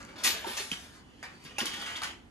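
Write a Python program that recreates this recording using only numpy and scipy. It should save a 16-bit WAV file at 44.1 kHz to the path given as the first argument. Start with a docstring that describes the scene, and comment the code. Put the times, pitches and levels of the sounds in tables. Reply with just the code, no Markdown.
"""A metal bed frame with a wire spring deck is moved in a hard-floored room, over a ventilation rumble.
It is tipped up on its edge: loose parts clash in short bursts, ringing the steel tubes and the wire deck,
and dull knocks reach the floor. Around one second the deck rattles on softly. From about 1.4 s the frame
is lowered in a second run of clashes and knocks, and the rattle dies down.
Heard by a phone a few metres off."""
import sys
import numpy as np
from scipy import signal
from scipy.fft import rfft, irfft
from scipy.io import wavfile
from scipy.ndimage import uniform_filter1d

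SR = 44100
rng = np.random.default_rng(int(sys.argv[2]) if len(sys.argv) > 2 else 0)


def materialize(psi):
    """Save the field psi as 16-bit PCM at rate SR to the path in sys.argv[1].

    A 1-D psi becomes a single channel; in a 2-D psi each row is a channel.
    """
    bounded = np.clip(np.atleast_2d(psi).T, -1, 1)
    quanta = np.round(bounded * 32767).astype(np.int16)
    wavfile.write(sys.argv[1], SR, quanta)


N = 101429
MOVE_S = .12  # the moving frame gets a new pattern of wire modes and echoes this often


def undb(db):
    """dB to gain."""
    return 10 ** (np.asarray(db) / 20)


def unit(x):
    """Scale to rms 1."""
    return x / np.sqrt(np.mean(x ** 2))


def colour(x, curve, tilt_db=0):
    """EQ by a (freq_hz, gain_db) curve, tilted by tilt_db per octave about 2.5 kHz."""
    hz = np.maximum(np.arange(len(x) // 2 + 1) * SR / len(x), 10)
    curve_hz, curve_db = np.array(curve).T
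    gain_db = np.interp(np.log(hz), np.log(curve_hz), curve_db) + tilt_db * np.log2(hz / 2500)
    return irfft(rfft(x) * undb(gain_db), len(x))


def band(x, lo_hz, hi_hz):
    """Band-pass."""
    return signal.sosfilt(signal.butter(2, [lo_hz, hi_hz], "band", fs=SR, output="sos"), x)


def fade(t, t60):
    """Exponential decay, 60 dB in t60 seconds."""
    return np.exp(-np.log(1000) * t / t60)


def wander(per_s):
    """Slow random drift, rms 1."""
    step = int(SR / per_s)
    return unit(uniform_filter1d(np.repeat(rng.standard_normal(N // step + 1), step), step)[:N])


def add(out, x, start_s):
    """Mix x in at start_s."""
    i = int(start_s * SR)
    out[i:i + len(x)] += x[:N - i]


def positions():
    """Overlapping crossfades, one for each position of the moving frame."""
    t = np.arange(N) / SR
    return [np.clip(1 - abs(t - s) / MOVE_S, 0, 1) for s in np.arange(0, N / SR + MOVE_S, MOVE_S)]


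# Tone of the ventilation: freq_hz, gain_db
VENT_EQ = [(15, -33), (25, -4), (81, -2.5), (137, -9), (250, -4), (433, -15), (658, -24.5), (731, -18),
           (1650, -29), (1830, -23.5), (2140, -32), (9750, -42.5), (13000, -48)]
# Its stereo width: freq_hz, side_over_mid_db
VENT_WIDTH = [(60, -14), (110, -7.5), (200, -12), (380, -2.5), (700, -0.5), (1290, -2), (2380, 6),
              (4400, -3), (8120, -2), (15000, 1)]


def ventilation():
    """Steady air rumble and room hush, leaning slightly right."""
    mid, side = (colour(band(rng.standard_normal(N), 44, 22000), VENT_EQ) for _ in range(2))
    side = colour(side, VENT_WIDTH)
    return undb(-56) / np.std(mid) * np.array([mid + side, mid - side]) * undb([[-1], [1]])


def room(x):
    """Diffuse echoes, mono in the bass, treble dying first; the pattern shifts as the frame moves."""
    out, t = np.zeros((2, N)), np.arange(SR * 3 // 4) / SR
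    for crossfade in positions():
        send = x * crossfade ** 1.045
        noise = rng.standard_normal((3, len(t))) * (t > .003)  # 3 ms pre-delay
        bass = band(noise[0], 110, 460) * fade(t, t60=.28)
        for channel in range(2):
            mids = band(noise[channel + 1], 476, 3100) * fade(t, t60=.34)
            treble = band(noise[channel + 1], 4500, 20200) * fade(t, t60=.24)
            tail = bass + mids - treble
            out[channel] += signal.fftconvolve(send, tail / np.linalg.norm(tail))[:N]
    return undb(-1) * out


def contacts(size, per_s, spread):
    """Random metal-on-metal clicks, rms 1; more spread makes their sizes less even."""
    chance, polarity, strength = rng.random((3, size))
    return unit((chance < per_s / SR) * np.sign(polarity - .5) * undb(-spread * np.log(strength + .035)))


def wire_response():
    """The spring deck struck once: modes too close to count, evenly strong, dying fast."""
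    t = np.arange(SR // 8) / SR
    spectrum = rfft(rng.standard_normal(len(t)) * fade(t, t60=.024))
    flattened = spectrum / np.sqrt(uniform_filter1d(abs(spectrum) ** 2, size=40))
    response = irfft(flattened, len(t))[:len(t) // 2]
    return response / np.linalg.norm(response)


# Ride of the rattle: time_s, level_db, brightness (-6 dull, 0 plain, 6 bright)
RATTLE_RIDE = [(0.0, -34, -5.5), (0.23, -34.5, -6), (0.38, -38, -3.5), (0.46, -42.5, -2),
               (0.59, -43.5, 4.5), (0.96, -58.5, 1.5), (1.05, -64.5, -2.5), (1.28, -55.5, -3.5),
               (1.39, -61.5, 0.5), (1.55, -42, -5.5), (1.77, -43.5, 0.5), (1.91, -44, -2),
               (1.98, -45, -1.5), (2.111, -47.5, -1), (2.16, -66, -2), (2.3, -60, -6)]
# Tone of the wire deck: freq_hz, gain_db
DECK_EQ = [(180, 1), (300, -3), (502, -7.5), (1300, -6.5), (3350, -10.5), (3830, -11.5), (6620, -15.5),
           (11900, -25), (15200, -48), (16000, -70)]
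# Resonances of the deck: pitch_hz, width_hz (widened to at least 200), level_db
DECK_RESONANCES = [(870, 13, -17.5), (1277, 37, -1), (1436, 110, 1), (1870, 105, -3.5), (2200, 27, -25),
                   (2690, 31, -6), (2928, 340, 2), (3096, 340, 7.5), (4540, 53, 1.5), (5580, 37, -46),
                   (6605, 220, -7), (7420, 140, -5)]


def deck_rattle():
    """Links of the deck chatter into the wires and their resonances, duller or brighter as it moves."""
    chatter, rings = contacts(N, per_s=4000, spread=1.5), 0
    for hz, width_hz, db in DECK_RESONANCES:
        half_hz = max(width_hz, 200) / 2
        rings += undb(db + 3 * wander(per_s=15)) * unit(band(chatter, hz - half_hz, hz + half_hz))
    wires = sum(signal.fftconvolve(chatter * crossfade, wire_response())[:N] for crossfade in positions())
    dull, bright = (unit(colour(wires, DECK_EQ, tilt_db)) for tilt_db in (-6, 6))
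    plain = unit(colour(wires, DECK_EQ)) + undb(-3) * unit(rings)
    t = np.arange(N) / SR
    time_s, level_db, brightness = np.array(RATTLE_RIDE).T
    blend = np.interp(t, time_s, brightness) / 6
    rattle = (1 - abs(blend)) * plain + np.maximum(blend, 0) * bright + np.maximum(-blend, 0) * dull
    return band(rattle, 346, 12750) * undb(np.interp(t, time_s, level_db))


# Small bright ticks at the opening: start_s, level_db
BRIGHT_TICKS = [(0.0194, -48), (0.029, -35), (0.0505, -59), (0.0508, -33)]


def ticks(pitch_hz=6740, width_hz=1400):
    """Tiny clicks: one high resonance, damped almost at once."""
    out, t = np.zeros(N), np.arange(SR // 2) / SR
    tick = np.sin(2 * np.pi * pitch_hz * t) * np.exp(-np.pi * width_hz * t)
    for start_s, db in BRIGHT_TICKS:
        add(out, undb(db) * tick, start_s)
    return out


# Thuds of the frame on the floor: start_s, level_db, pitch_hz, t60_s
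FLOOR_KNOCKS = [(0.244, -36, 287, 0.039), (0.263, -39, 314, 0.089), (0.296, -27.5, 370, 0.03),
                (0.348, -42, 187, 0.081), (0.467, -28, 352, 0.052), (0.499, -36.5, 233, 0.067),
                (0.599, -37.5, 408, 0.072), (0.716, -31, 186, 0.069), (1.447, -40.5, 163, 0.12),
                (1.584, -69, 443, 0.048), (1.614, -29.5, 244, 0.07), (1.628, -27.5, 353, 0.046),
                (1.649, -38.5, 318, 0.1), (1.734, -34, 220, 0.033), (1.799, -46, 192, 0.056)]


def floor_knocks(attack_s=.0035):
    """Dull knocks reach the floor: a low tone with a noisy body and a soft attack."""
    out, t = np.zeros(N), np.arange(SR // 2) / SR
    for start_s, db, hz, t60 in FLOOR_KNOCKS:
        noise = unit(band(rng.standard_normal(len(t)), hz / 2, hz * 2))
        body = np.sin(2 * np.pi * hz * t) + undb(-7) * noise
        add(out, undb(db) * body * fade(t, t60) * (1 - np.exp(-t / attack_s)), start_s)
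    return out


# Single parts ringing out: start_s, peak_db, pitch_hz, t60_s
PART_PINGS = [(.445, -30.5, 907, 0.07), (0.581, -34, 2690, 0.067), (0.584, -32, 1790, 0.087),
              (0.715, -21.5, 3086, 0.037), (0.728, -31, 3100, 0.065), (0.735, -26.5, 3220, 0.04),
              (0.772, -34, 3010, 0.039), (1.228, -44, 4760, 0.21), (1.229, -45.5, 6530, 0.048),
              (1.228, -47, 722, 0.17), (1.666, -25.5, 2985, 0.053), (1.745, -30, 3000, 0.15),
              (1.861, -36, 2735, 0.29), (1.955, -32, 3200, 0.17), (1.566, -43, 2470, 0.048),
              (1.584, -27.5, 815, 0.078), (1.583, -24.5, 2690, 0.034), (1.604, -21, 3100, 0.06),
              (1.612, -30, 1840, 0.047), (2.017, -34, 1304, 0.07), (2.036, -35, 1450, 0.074),
              (2.019, -36.5, 850, 0.22)]


def pings(mode_split=.035, shake_s=.001):
    """A brief shake rings one part: three close modes beat inside a narrow buzz."""
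    out, t = np.zeros(N), np.arange(SR // 2) / SR
    for start_s, db, hz, t60 in PART_PINGS:
        modes = sum(gain * np.sin(2 * np.pi * hz * (1 + offset * mode_split) * t)
                    for offset, gain in ((.18, 1), (.63, .34), (-1.27, .1)))
        buzz = unit(band(rng.standard_normal(len(t)), hz * .92, hz * 1.08))
        ring = (modes + undb(-5) * buzz) * fade(t, t60)
        shake = rng.standard_normal(SR // 20) * np.exp(-t[:SR // 20] / shake_s)
        ping = band(signal.fftconvolve(ring, shake)[:len(t)], hz / 2, hz * 2)
        add(out, undb(db) * ping / abs(ping).max(), start_s)
    return out


# Sharp metal cracks: start_s, peak_db, tone_hz
METAL_CRACKS = [(.716, -28, 3140), (1.585, -22, 2600), (1.657, -22.5, 3350), (1.817, -36, 2550),
                (1.74, -36, 2800), (1.961, -42, 2980), (2.019, -27, 1660)]


def cracks():
    """Single hard contacts: a few milliseconds of broad noise."""
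    out, t = np.zeros(N), np.arange(SR // 20) / SR
    for start_s, db, hz in METAL_CRACKS:
        snap = rng.standard_normal(len(t)) * fade(t, t60=.012)
        crack = band(band(snap, hz / 2, hz * 3), 650, 19000)
        add(out, undb(db) * crack / abs(crack).max(), start_s)
    return out


# Modes of the steel tubes: pitch_hz, level_db, t60_s (capped at max_t60_s)
TUBE_MODES = [(1949, -10, 0.12), (2062, -10, 0.08), (2207, -7, 0.07), (2600, -9, 0.22), (2837, 0, 0.043),
              (3768, -16, 0.35), (4360, -14, 0.59), (5039, -13, 0.27), (6718, -9, 0.14), (7424, -18, 0.22),
              (8742, -8, 0.05), (9835, -12, 0.25), (10250, -13, 0.095), (10600, -28, 0.36),
              (11540, -17, 0.17), (12130, -5, 0.12), (14550, -22, 0.17)]
# Hard blows on the tubes: start_s, level_db, shake_decay_s
TUBE_HITS = [(.243, -24, 0.039), (.267, -33, 0.072), (.57, -38.5, 0.0038), (1.584, -38, 0.013),
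             (1.656, -48, 0.024)]


def tubes(max_t60_s=.16, scatter_db=2):
    """Blows shake the steel tubes, which ring briefly on their modes."""
    out, t = np.zeros(N), np.arange(SR // 2) / SR
    for start_s, db, shake_s in TUBE_HITS:
        ring = 0
        for hz, mode_db, t60 in TUBE_MODES:
            scatter = rng.standard_normal()  # varies level and phase from blow to blow
            mode = np.cos(2 * np.pi * hz * t + 9 * scatter) * fade(t, min(t60, max_t60_s))
            ring += undb(mode_db + scatter_db * scatter) * mode
        shake = rng.standard_normal(len(t)) * np.exp(-t / shake_s)
        add(out, undb(db) * signal.fftconvolve(shake / np.linalg.norm(shake), ring)[:len(t)], start_s)
    return out


# Borders of the five clash bands: edge_hz
CLASH_EDGES_HZ = [500, 1200, 2500, 5000, 8000, 16000]
# Loose parts clashing: start_s, level_db, five band_db (low to high), hold_s, mid_band_t60_s, strike_db
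PART_CLASHES = [(0.004, -38.5, -10, -12, -21, -16, -29, 0.005, 0.086, 1),
                (0.083, -50, -16, 1, -12, -23, -20, 0.0086, 0.13, -3),
                (0.158, -38, -13.5, -14, -11, -23, -23, 0.0072, 0.08, -4),
                (0.18, -36, -11.5, -16, -9, -22, -19, 0.032, 0.51, -5.5),
                (0.235, -22.5, -19, -12.5, -4.5, -7, -6.5, 0.014, 0.18, -12),
                (0.245, -17.5, -33, -8, -22, -10, -15, 0.015, 0.12, -1),
                (0.267, -25, -22, -36, -1.5, -12, -11, 0.016, 0.26, -2),
                (0.445, -32, -5.5, -23, -16, -31, -20.5, 0.016, 0.13, -5),
                (0.469, -36.5, -29, -16, -5.5, -24, -6.5, 0.046, 0.72, -2),
                (0.569, -25.5, -16, -17.5, -8.5, -8.5, -18, 0.0082, 0.074, -0.5),
                (0.588, -26.5, -22, -18, -7, -39, -14, 0.0066, 0.12, -11),
                (0.716, -38.5, -25, -2.5, 0.5, -10, -11, 0.0044, 0.11, 1),
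                (0.772, -47.5, -10, -41, -39, -28, -29, 0.01, 0.17, -4),
                (1.228, -40, -9.5, -2, -15, -13, -21, 0.014, 0.2, 4),
                (1.409, -61, -12, -23, -22, -20, -7, 0.007, 0.11, -3),
                (1.44, -50, -13, -21, -24, -11, -4.5, 0.0068, 0.099, 0),
                (1.45, -44, -27, -7, -1, -37, -14, 0.0085, 0.16, 2),
                (1.508, -44, -11, -9, -14, -33, -24, 0.0074, 0.057, -5),
                (1.583, -28, -12, -7, -8.5, -7, -15.5, 0.0062, 0.12, -4.5),
                (1.602, -34.5, -24, -6.5, -0.5, -9, -8, 0.0069, 0.21, -5),
                (1.657, -28.5, -21, -10.5, -7.5, -12.5, -12.5, 0.0036, 0.15, 0.5),
                (1.735, -32.5, -26, -8, -6.5, -15, -13, 0.0053, 0.06, -2),
                (1.769, -39, -15, -24, -13, -17, -18, 0.0026, 0.023, 5),
                (1.814, -32, -12, -11, -11, -28, -14, 0.0052, 0.12, -9),
                (1.859, -36.5, -14, -2.5, -10, -10, -17, 0.0084, 0.42, -1),
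                (1.96, -37, -45, -3, -7, -10.5, -17, 0.016, 0.06, 1),
                (2.019, -34.5, -23, -0.5, -22, -13, -14, 0.016, 0.066, 0),
                (2.035, -39, -16.5, -3, 1, -4, -4, 0.0024, 0.16, 6)]


def clashes(attack_s=.0012, trim_db=-4.5):
    """Loose parts strike once, then a burst of contacts rings the wires; higher bands die sooner."""
    out, t = np.zeros(N), np.arange(SR // 2) / SR
    for start_s, db, *bands_db, hold_s, mid_t60, strike_db in PART_CLASHES:
        burst = contacts(len(t), per_s=6000, spread=2) * (1 - np.exp(-t / attack_s))
        strike = 2 * undb(strike_db) * rng.standard_normal(len(t)) * fade(t, t60=.0086)
        deck, clash = wire_response(), 0
        since_hold = np.maximum(t - hold_s, 0)
        for k, (band_db, lo, hi) in enumerate(zip(bands_db, CLASH_EDGES_HZ, CLASH_EDGES_HZ[1:])):
            release = fade(since_hold, mid_t60 * .75 ** (k - 2))
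            wires = signal.fftconvolve(burst * release, deck)[:len(t)]
            gain = undb(band_db) * np.sqrt(SR / 2 / (hi - lo))  # made up for the band's width
            clash += (-1) ** k * gain * band(wires + strike, lo, hi)  # flips keep the seams filled
        add(out, undb(db + trim_db) * clash, start_s)
    return out


# Phase between the phone's two microphone ports: freq_hz, right_lag_rad
PORT_LAG = [(0, 0), (1030, 1.2), (2240, 0.9), (3190, 1.9), (3960, -1.4), (5770, -1.7), (7580, 2.5),
            (8700, 1.2), (9730, -6.2), (11700, -6.2), (12500, -9.2), (14300, -9.5), (15000, -12.6),
            (16000, -12.5)]
# Balance between the ports: freq_hz, left_over_right_db
PORT_PAN = [(60, 9), (110, -6), (200, 0), (380, -3.5), (700, 1.5), (1290, 2), (2380, -6), (4400, 5.5),
            (8120, 4), (15000, -5.5)]


def direct_sound(frame):
    """The frame reaches the two ports with a phase and balance that vary with frequency."""
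    hz = np.arange(N // 2 + 1) * SR / N
    lag_rad = np.interp(hz, *np.array(PORT_LAG).T)
    right = irfft(rfft(frame) * np.exp(-1j * lag_rad), N)
    left_eq, right_eq = np.array(PORT_PAN) * [1, .5], np.array(PORT_PAN) * [1, -.5]
    return np.array([colour(frame, left_eq), colour(right, right_eq)])


def scene():
    """The frame in stereo, with its echoes and the ventilation."""
    drier = tubes() + pings() + floor_knocks() + ticks()
    wetter = clashes() + cracks() + deck_rattle()
    return direct_sound(drier + wetter) + room(wetter + undb(-7) * drier) + ventilation()


def record(dry, shelf_hz=12450, shelf_db=-24, cutoff_hz=16000):
    """Treble drops steeply above 12.5 kHz and is cut off at 16 kHz."""
    low = signal.sosfiltfilt(signal.ellip(8, .1, 40, shelf_hz, fs=SR, output="sos"), dry)
    shelved = low + undb(shelf_db) * (dry - low)
    return signal.sosfilt(signal.ellip(10, .2, 80, cutoff_hz, fs=SR, output="sos"), shelved)


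dry = scene()
out = record(dry)
materialize(out)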